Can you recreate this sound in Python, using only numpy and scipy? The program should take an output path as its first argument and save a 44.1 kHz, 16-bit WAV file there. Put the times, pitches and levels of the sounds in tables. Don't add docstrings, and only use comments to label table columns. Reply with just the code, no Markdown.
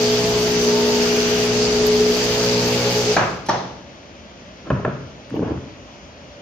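import sys
import numpy as np
from scipy import signal
from scipy.fft import rfft, irfft, next_fast_len
from scipy.io import wavfile
from scipy.ndimage import uniform_filter1d

SR = 44100
rng = np.random.default_rng(int(sys.argv[2]) if len(sys.argv) > 2 else 0)


def magnitude_from_level(level_db):
    exponent = np.asarray(level_db, float) / 20
    return 10 ** exponent


def log_audio(samples):
    frames = np.atleast_2d(samples).T
    limited = np.clip(frames, -1, 1)
    pcm = np.round(limited * 32767).astype(np.int16)
    wavfile.write(sys.argv[1], SR, pcm)


N = 282681
SECONDS = np.arange(N) / SR
STOP_S = 3.158


def rms_one(x):
    return x / np.sqrt(np.mean(x ** 2) + 1e-20)


def in_time(rows):
    s, *columns = np.transpose(rows)
    return [np.interp(SECONDS, s, c) for c in columns]


def at_hz(points, hz):
    table_hz, values = np.transpose(points)
    return np.interp(np.log(hz), np.log(np.maximum(table_hz, 1)), values)


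def high_pass(x, order, hz):
    return signal.sosfilt(signal.butter(order, hz, "high", fs=SR, output="sos"), x)


def band_pass(x, order, low_hz, high_hz):
    return signal.sosfilt(signal.butter(order, [low_hz, high_hz], "band", fs=SR, output="sos"), x)


def drift(rate):
    r = np.exp(-80 * np.pi * rate / SR)
    noise = rng.standard_normal(N // 40 + 2002)
    slow = signal.lfilter([1], [1, -2 * r, r * r], noise)[2000:]
    return np.interp(np.arange(N) / 40, np.arange(len(slow)), rms_one(slow - slow.mean()))


def ring(x, hz, t60):
    r, w = magnitude_from_level(-60 / (t60 * SR)), 2 * np.pi * hz / SR
    return signal.lfilter([0, np.sin(w)], [1, -2 * r * np.cos(w), r * r], x + 1e-18)


# f/Hz, left-right correlation
LIKENESS = [(60, 0.93), (130, 0.99), (290, 0.85), (640, 0.53), (1410, 0.16), (3100, 0.079), (6820, 0.15),
            (15000, 0.0075)]
# f/Hz, left minus right level/dB
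LEAN = [(60, 2.5), (110, 2.5), (200, 1.5), (380, -0.5), (700, -1.5), (1290, -0.5), (2380, 5), (4400, 3),
        (8120, -9.5), (15000, 5.5)]
EDGES = 25 * 2 ** np.arange(0, 9.5, .4)


def bands(size):
    white = rng.standard_normal((2, 2, size))
    for k, (low, high) in enumerate(zip(EDGES, EDGES[1:])):
        mid, side = band_pass(white[k % 2], 2, low, high)
        hz = np.sqrt(low * high)
        alike = np.clip(at_hz(LIKENESS, hz), -1, 1)
        lean = at_hz(LEAN, hz) / 2
        pair = np.sqrt(1 + alike) * mid + np.sqrt(1 - alike) * side * [[1], [-1]]
        yield hz, magnitude_from_level(np.array([[lean], [-lean]])) * pair


def coloured(spectrum, patchy_db, span=(0, 7)):
    start, stop = round(span[0] * SR), min(round(span[1] * SR), N)
    flat = sum(magnitude_from_level(patchy_db * drift(9.9)[start:stop]) * band for hz, band in bands(stop - start))
    size = next_fast_len(stop - start)
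    hz = np.arange(size // 2 + 1) * SR / size + 1
    shaped = irfft(rfft(flat, size) * magnitude_from_level(at_hz(spectrum, hz)), size)
    out = np.zeros((2, N))
    out[:, start:stop] = rms_one(shaped[:, :stop - start])
    return out


# t/s, seventh order f/Hz, level/dB
DRIVE = [(0.0, 429.4, -17.5), (0.05, 423.9, -18), (0.38, 422.2, -19.5), (0.63, 420.0, -17),
         (1.58, 421.9, -19), (2.05, 422.6, -13), (2.21, 424.7, -22.5), (2.6, 423.4, -20.5),
         (2.74, 423.5, -23.5), (3.12, 422.5, -21)]
# multiple of its speed, level/dB
SHAFT = [(1, -23.5), (2, -15.5), (3, -15), (4, -7), (5, -16.5), (6, -16), (7, 0), (8, -10.5), (9, -22.5),
         (10, -16.5), (11, -14.5), (13, -21), (14, -21), (15, -24.5)]
# t/s, fourth order level/dB
BITE = [(0.0, -24), (0.29, -30.5), (0.42, -32), (0.7, -23.5), (1.55, -28), (2.02, -24), (2.34, -33.5),
        (2.53, -27), (3.12, -33)]
# order, t/s, width/s, level/dB
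GRIP = [(2, 0.18, 0.21, 5), (2, 1.54, 0.29, 5), (2, 2.75, 0.36, 5.5), (1, 0.45, 0.27, 11.5),
        (1, 1.78, 0.43, 10.5), (9, 2.45, 0.19, 11), (9, 2.92, 0.27, 12), (10, 1.15, 0.57, 3.5),
        (10, 1.75, 0.23, 6.5), (11, 0.28, 0.25, 5.5), (11, 1.39, 0.22, 3), (14, 0.28, .3, 4.5),
        (14, 2.91, 0.19, 11.5), (15, 0.87, 0.18, 12.5), (15, 2.55, 0.22, 8), (13, 2.5, 0.3, -4),
        (3, 0.446, 0.17, 2.5), (3, 2.53, 0.47, 4)]
# t/s, level/dB
PRESSURE = [(0.0, -28.5), (0.28, -33), (0.99, -30.5), (1.54, -33), (1.66, -29), (1.67, -31.5), (1.89, -32),
            (1.95, -30), (3.14, -31.5)]
# f/Hz, level/dB per Hz
RATTLE = [(30, -8.5), (60, -19), (190, -12.5), (420, -17.5), (560, -16), (1100, -18.5), (2000, -19.5),
          (3000, -17), (3800, -20), (6300, -19), (8000, -32), (12200, -37.5), (13000, -30.5), (15200, -32)]
# f/Hz, bandwidth/Hz, level/dB
COMB = [(4570, 136, -3.5), (4950, 315, 3.5), (5910, 140, -9)]
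BITE_SHARE = {2: -0.38, 9: -0.22}


def handpiece():
    seventh_hz, load_db = in_time(DRIVE)
    fourth_db, = in_time(BITE)
    press_db, = in_time(PRESSURE)
    swing_db = load_db - np.mean(np.transpose(DRIVE)[2])
    bite_db = fourth_db - np.mean(np.transpose(BITE)[1])
    press_db = press_db - np.mean(np.transpose(PRESSURE)[1])

    free_s = np.maximum(SECONDS - 2.752, 0)
    throb = 1 - np.sin(np.pi * 8.59 * free_s) ** 2
    seventh_db = load_db + 19.5 * np.minimum(free_s, .5) + 20 * np.log10(throb + 0.00084)

    turn = 2 * np.pi * np.cumsum(seventh_hz / 7) / SR
    running = 1 / (1 + np.exp(np.clip((SECONDS - STOP_S) / 0.0077, -50, 50)))
    hum = np.zeros(N)
    for order, level_db in SHAFT:
        own_db = {7: seventh_db, 4: fourth_db + 1.5}.get(order, level_db - 21 + 1.2 * drift(2.2))
        for which, s, width, db in GRIP:
            if which == order:
                own_db = own_db + db * np.exp(-((SECONDS - s) / width) ** 4)
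        own_db = own_db + bite_db * BITE_SHARE.get(order, 0)
        shake = magnitude_from_level(0.23 * min(order, 8.0) * drift(31))
        phase = order * turn + rng.uniform(0, 3.6) + 0.03 * order * drift(12.7)
        hum += np.sqrt(2) * magnitude_from_level(own_db) * shake * np.sin(phase)

    sharp = np.clip(.4 + .2 * drift(4.0), 0, 1)
    sweep = np.exp(1.9 * sharp * (np.cos(2 * turn) + 0.6 * np.cos(turn + 1.9)))
    struck = rng.random((2, N)) < 1500 * sweep / SR
    strength = magnitude_from_level(4.0 * np.minimum(rng.exponential(1, (2, N)), 4))
    clicks = struck * strength * rng.choice([-1, 1], (2, N))
    steel = sum(magnitude_from_level(db) * ring(clicks, hz, 2.4 / width) for hz, width, db in COMB)
    steel = rms_one(band_pass(steel, 4, 3600, 7000))
    comb_db = -26.5 + 1.5 * press_db + .3 * drift(5.0)

    rattle = magnitude_from_level(-21.5 - 0.15 * swing_db) * coloured(RATTLE, patchy_db=1.02, span=(0, 4.3))
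    rattle = rattle + magnitude_from_level(comb_db) * steel
    coasting = np.minimum(1, magnitude_from_level(-70 * (SECONDS - STOP_S)))
    return hum * running, rattle * (.55 * coasting + .45 * running)


# f/Hz, level/dB per Hz
HUSH = [(30, -31), (56, -1.5), (127, -9.5), (220, -5.5), (460, -13.5), (585, -7), (730, -14), (1170, -17.5),
        (3300, -20.5), (3800, -24.5), (6500, -25), (7900, -54), (11500, -49), (15000, -62)]


def hush():
    fan_db = -55 + 13 * np.maximum(SECONDS - 5.66, 0)
    fan = rms_one(ring(rng.standard_normal(N), 581, t60=0.38))
    air = coloured(HUSH, patchy_db=0.85)
    side_on = high_pass(np.roll(air[0], 16) - .5 * air[1], 1, 700)
    air = np.stack([air[0], air[1] + .33 * side_on])
    return magnitude_from_level(-39) * air + magnitude_from_level(fan_db) * fan


# f/Hz, T60/s
SHED_T60 = [(60, 1), (250, 0.93), (800, 0.62), (2000, 0.58), (5000, 0.78), (12000, 0.35)]
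# f/Hz, level/dB per Hz
SHED_COLOUR = [(60, 3.5), (400, -3.5), (1300, 2.8), (2300, 1.5), (3700, 3.5), (5000, 3.5), (7500, -12),
               (12000, -12)]


def shed(x, early_s=.009):
    age = np.arange(SR) / SR
    echo = sum(magnitude_from_level(at_hz(SHED_COLOUR, hz) - 60 * age / at_hz(SHED_T60, hz)) * band for hz, band in bands(SR))
    echo = echo * (1 - np.exp(-(age / early_s) ** 2))
    return signal.fftconvolve(x[None], echo / np.sqrt(np.sum(echo ** 2) / 2), axes=1)[:, :N]


# f/Hz, T60/s, t/s, width/s, level/dB
BARREL = [
    (2820, 0.0024, 1.28, 0.38, -31),
    (1510, 0.0093, 1.23, 0.26, -35.5),
    (2400, 0.005, 2.5, 0.28, -40),
    (6030, 0.0085, 0.64, 0.096, -27),
    (6020, 0.0031, 1.28, 0.22, -31.5),
]


def barrel():
    out = np.zeros((2, N))
    for hz, t60, s, width, db in BARREL:
        facing = np.exp(-((SECONDS - s) / width) ** 4) * (SECONDS < STOP_S)
        rung = ring(ring(rng.standard_normal((2, N)), hz, t60), hz, t60)
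        out += magnitude_from_level(db) * facing * rms_one(rung)
    return out


# t/s, length/s, level/dB
SHADED = [
    (1.47, 0.36, -8),
    (2.474, 0.12, -3.5),
    (2.77, 0.082, -2.5),
    (3.054, 0.53, -10),
]


def shaded(x):
    shade_db = 0
    for s, length, db in SHADED:
        inside_s = np.minimum(SECONDS - s, s + length - SECONDS)
        shade_db = shade_db + db * np.clip(inside_s / .03 + .5, 0, 1)
    top = signal.sosfiltfilt(signal.butter(2, 11600, "high", fs=SR, output="sos"), x)
    return x - (1 - magnitude_from_level(shade_db)) * top


# t/s, peak level/dB, f/Hz, T60/s
SQUEAKS = [
    (1.864, -23, 13200, .065),
    (5.352, -61, 13200, .2),
]


def squeaks():
    out = np.zeros((2, N))
    for s, db, hz, t60 in SQUEAKS:
        rasp = ring(ring(rng.standard_normal((2, N)), hz, t60=0.0092), hz, t60=.003)
        fade = magnitude_from_level(db - 60 * np.maximum(SECONDS - s, 0) / t60) * (SECONDS > s)
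        out += fade * rms_one(rasp)
    return out


def blows(events, modes):
    give_cycles, far_cycles = 2.5, 8
    age = np.arange(12000) / SR
    contact_s = np.clip(np.transpose(events)[2], 2e-4, 1)[:, None]
    chatter = rng.standard_normal((len(events), len(age)))
    chatter = chatter * np.exp(-(age / contact_s) ** 4) * np.minimum(1, .1 + 2.5 * age / contact_s)
    chatter[:, 0] = 5
    out = np.zeros((2, N))
    for hz, level_db, t60 in modes:
        soft = ring(np.vstack([chatter, age == 0]), hz, give_cycles / hz)
        rung = ring(soft[:-1], hz, t60)
        rung = rung / np.max(np.abs(rung), axis=1, keepdims=True)
        clean = rms_one(ring(soft[-1], hz, min(t60, far_cycles / hz)))
        octaves = np.log2(hz / modes[2][0])
        for row, (s, peak_db, _, hard_db) in enumerate(events):
            both = np.stack([rung[row], clean * np.std(rung[row])])
            out[:, round(s * SR):][:, :len(age)] += magnitude_from_level(peak_db + level_db + hard_db * octaves) * both
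    return out


# t/s, peak level/dB, contact/s, hardness/dB per octave
CLUTCH = [
    (3.1655, -6, 0.0048, -0.5),
    (3.175, -28, 0.0058, 1),
    (3.193, -17, 0.0011, -1),
]
# f/Hz, level/dB, T60/s
LEVER = [(294, -26, 0.024), (544, -32, 0.082), (712, -20, 0.1), (840, -0.5, 0.057), (1063, -2.5, 0.024),
         (1290, -0.5, 0.015), (1594, 3, 0.019), (1980, -4, .015), (2330, -10.5, 0.071), (2840, -32, 0.015),
         (4160, -12, .015), (5900, -9.5, 0.0098)]


def clutch():
    return blows(CLUTCH, LEVER)


# t/s, peak level/dB, low f/Hz, high f/Hz
TICKS = [(3.1665, -20, 1200, 7000), (3.466, -44, 3000, 11000), (3.4885, -27, 1500, 7000),
         (4.7035, -26, 1800, 6500), (4.716, -31, 1500, 3000), (4.8505, -16.5, 1000, 2100),
         (5.2975, -42, 1500, 6000), (5.3012, -31, 4800, 12000), (5.306, -26, 1000, 2000),
         (5.317, -52, 7500, 11000), (5.394, -21.5, 450, 900), (5.576, -27, 1000, 1800),
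         (5.686, -31, 900, 2000)]


def ticks():
    out = np.zeros(N)
    for s, db, low_hz, high_hz in TICKS:
        click = band_pass(np.arange(800) == 0, 2, low_hz, high_hz)
        out[round(s * SR):][:len(click)] += magnitude_from_level(db) * click / np.max(np.abs(click))
    return out


# t/s, peak level/dB, contact/s, hardness/dB per octave
LAID = [
    (3.462, -53, 0.0082, 12.5),
    (3.487, -10, 0.012, 1.5),
    (3.513, -30, 0.0045, 0),
]
# f/Hz, level/dB, T60/s
TOOL = [(253, -33, .03), (493, -38, .025), (756, -32, .03), (908, 1, 0.046), (1157, -1.5, 0.036),
        (1416, -4.5, 0.018), (1724, -2.5, 0.037), (2150, -13.5, 0.013), (3380, -19.5, 0.011),
        (4190, -16, 0.014), (5300, -22.5, .005), (5760, -14.5, .01), (6050, -24, 0.0044), (9900, -24, .003)]


def tool_laid_down():
    return blows(LAID, TOOL)


# t/s, length/s, level/dB
SCUFF = [
    (4.656, 0.04, -35),
    (5.33, 0.036, -27),
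    (5.418, 0.033, -22.5),
    (5.453, 0.083, -23.5),
    (5.533, 0.043, -28),
    (5.67, .01, -39),
]
# f/Hz, level/dB per Hz
SCUFF_COLOUR = [(41, -23), (70, -9.5), (332, -3), (387, -10), (466, -12.5), (788, -13.5), (982, -15),
                (2210, -33.5), (3050, -32.5), (4000, -48), (5200, -71), (8800, -120)]


def scuffing():
    slides = []
    for s, length, db in SCUFF:
        before_s = np.maximum(s - SECONDS, 0)
        after_s = np.maximum(SECONDS - s - length, 0)
        slides.append(db - 496 * before_s - 320 * after_s)
    level_db = np.max(slides, axis=0) - 3 + 2.5 * drift(40)
    return magnitude_from_level(level_db) * coloured(SCUFF_COLOUR, patchy_db=3.0, span=(4.4, 6))


# t/s, peak level/dB, contact/s, hardness/dB per octave
KNOCKS = [(4.657, -34.5, 0.03, 5), (4.7028, -9.5, 0.005, 2), (4.713, -18.5, 0.0051, 3.5),
          (4.8495, -13, 0.0036, 4.5), (4.856, -16, 0.0092, -6.5), (4.878, -15, 0.0041, -6),
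          (4.796, -20.5, 0.0051, -7), (5.089, -47, 0.0051, -11), (5.418, -33.5, .03, 2),
          (5.47, -28, .03, 0.5), (5.515, -30, 0.0072, 0), (5.655, -34, .004, -1)]
# f/Hz, level/dB, T60/s
BOARDS = [(257, -14, 0.059), (460, -2.5, 0.008), (607, 1.5, 0.017), (858, -17, .015), (1073, -5.5, 0.018),
          (1353, -4.5, 0.012), (1636, -9, 0.015), (2100, -19, .006), (2480, -21, 0.0064),
          (3250, -37, 0.0028), (4450, -41, .003)]


def knocks():
    return blows(KNOCKS, BOARDS)


# t/s, peak level/dB, contact/s, hardness/dB per octave
THUDS = [
    (4.713, -6, 0.0057, 2.5),
    (4.748, -14, 0.0045, 4),
    (5.02, -31.5, 0.023, -5),
    (4.852, -12.5, 0.017, 11),
    (5.305, -15.5, 0.018, 11),
    (5.51, -24, 0.018, -2),
    (5.55, -23, 0.023, -5),
]
# f/Hz, level/dB, T60/s
JOISTS = [(89, -7.5, 0.12), (135.3, -5, 0.26), (192.7, -14, 0.27), (263, -13, 0.21)]


def thuds():
    return blows(THUDS, JOISTS)


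# t/s, peak level/dB, contact/s, hardness/dB per octave
HOOVES = [(5.341, -12.5, 0.0007, 1.5), (5.37, -19.5, 0.012, -8), (5.3925, -11.5, 0.00074, 4),
          (5.402, -15.5, 0.0071, -3), (5.42, -11.5, 0.015, 6), (5.443, -24, 0.0044, 9),
          (5.462, -20, 0.014, 2), (5.49, -28, 0.0074, 5), (5.506, -21, 0.013, -7), (5.546, -25, 0.015, -2)]
# f/Hz, level/dB, T60/s
HOLLOW = [(197, -31, 0.044), (320, -0.5, 0.023), (424, -1.5, 0.021), (610, -30, .02), (1000, -31, .015),
          (1500, -30.5, 0.019)]


def hooves():
    return blows(HOOVES, HOLLOW)


WET_DB = [-1, -1.5, -7, -8, -8.5]


def scene():
    hum, rattle = handpiece()
    struck = [clutch(), tool_laid_down(), knocks(), hooves(), thuds()]
    edges = ticks()
    far = magnitude_from_level(-9.5) * edges + sum(magnitude_from_level(db) * body[1] for db, body in zip(WET_DB, struck))
    wet = shed(magnitude_from_level(-15) * hum + high_pass(far, 3, 98))
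    near = high_pass(sum(body[0] for body in struck), 3, 68)
    return hum + edges + near + wet + shaded(rattle) + squeaks() + scuffing() + hush() + barrel()


def low_pass(x):
    return signal.sosfilt(signal.butter(12, 15400, fs=SR, output="sos"), x)


def record(dry):
    x = np.stack([dry[0], np.roll(dry[1], 2)])
    x = np.tanh(high_pass(x, 2, 45) / 1.308) * 1.065
    to_sum_and_difference = np.array([[1, 1.0], [1, -0.98]]) / np.sqrt(2)
    hz, _, cells = signal.stft(to_sum_and_difference @ x, SR, nperseg=1536)
    size = np.abs(cells)
    around = uniform_filter1d(uniform_filter1d(size, size=24, axis=1), size=7, axis=2)
    threshold_db = np.where(hz > 12700, 1.5, 3.8)[:, None]
    kept = (size > magnitude_from_level(threshold_db) * around) | (hz[:, None] < 7900)
    thinned = signal.istft(cells * kept, SR, nperseg=1536)[1][:, :N]
    return low_pass(to_sum_and_difference @ thinned)


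dry = scene()
out = record(dry)
log_audio(out)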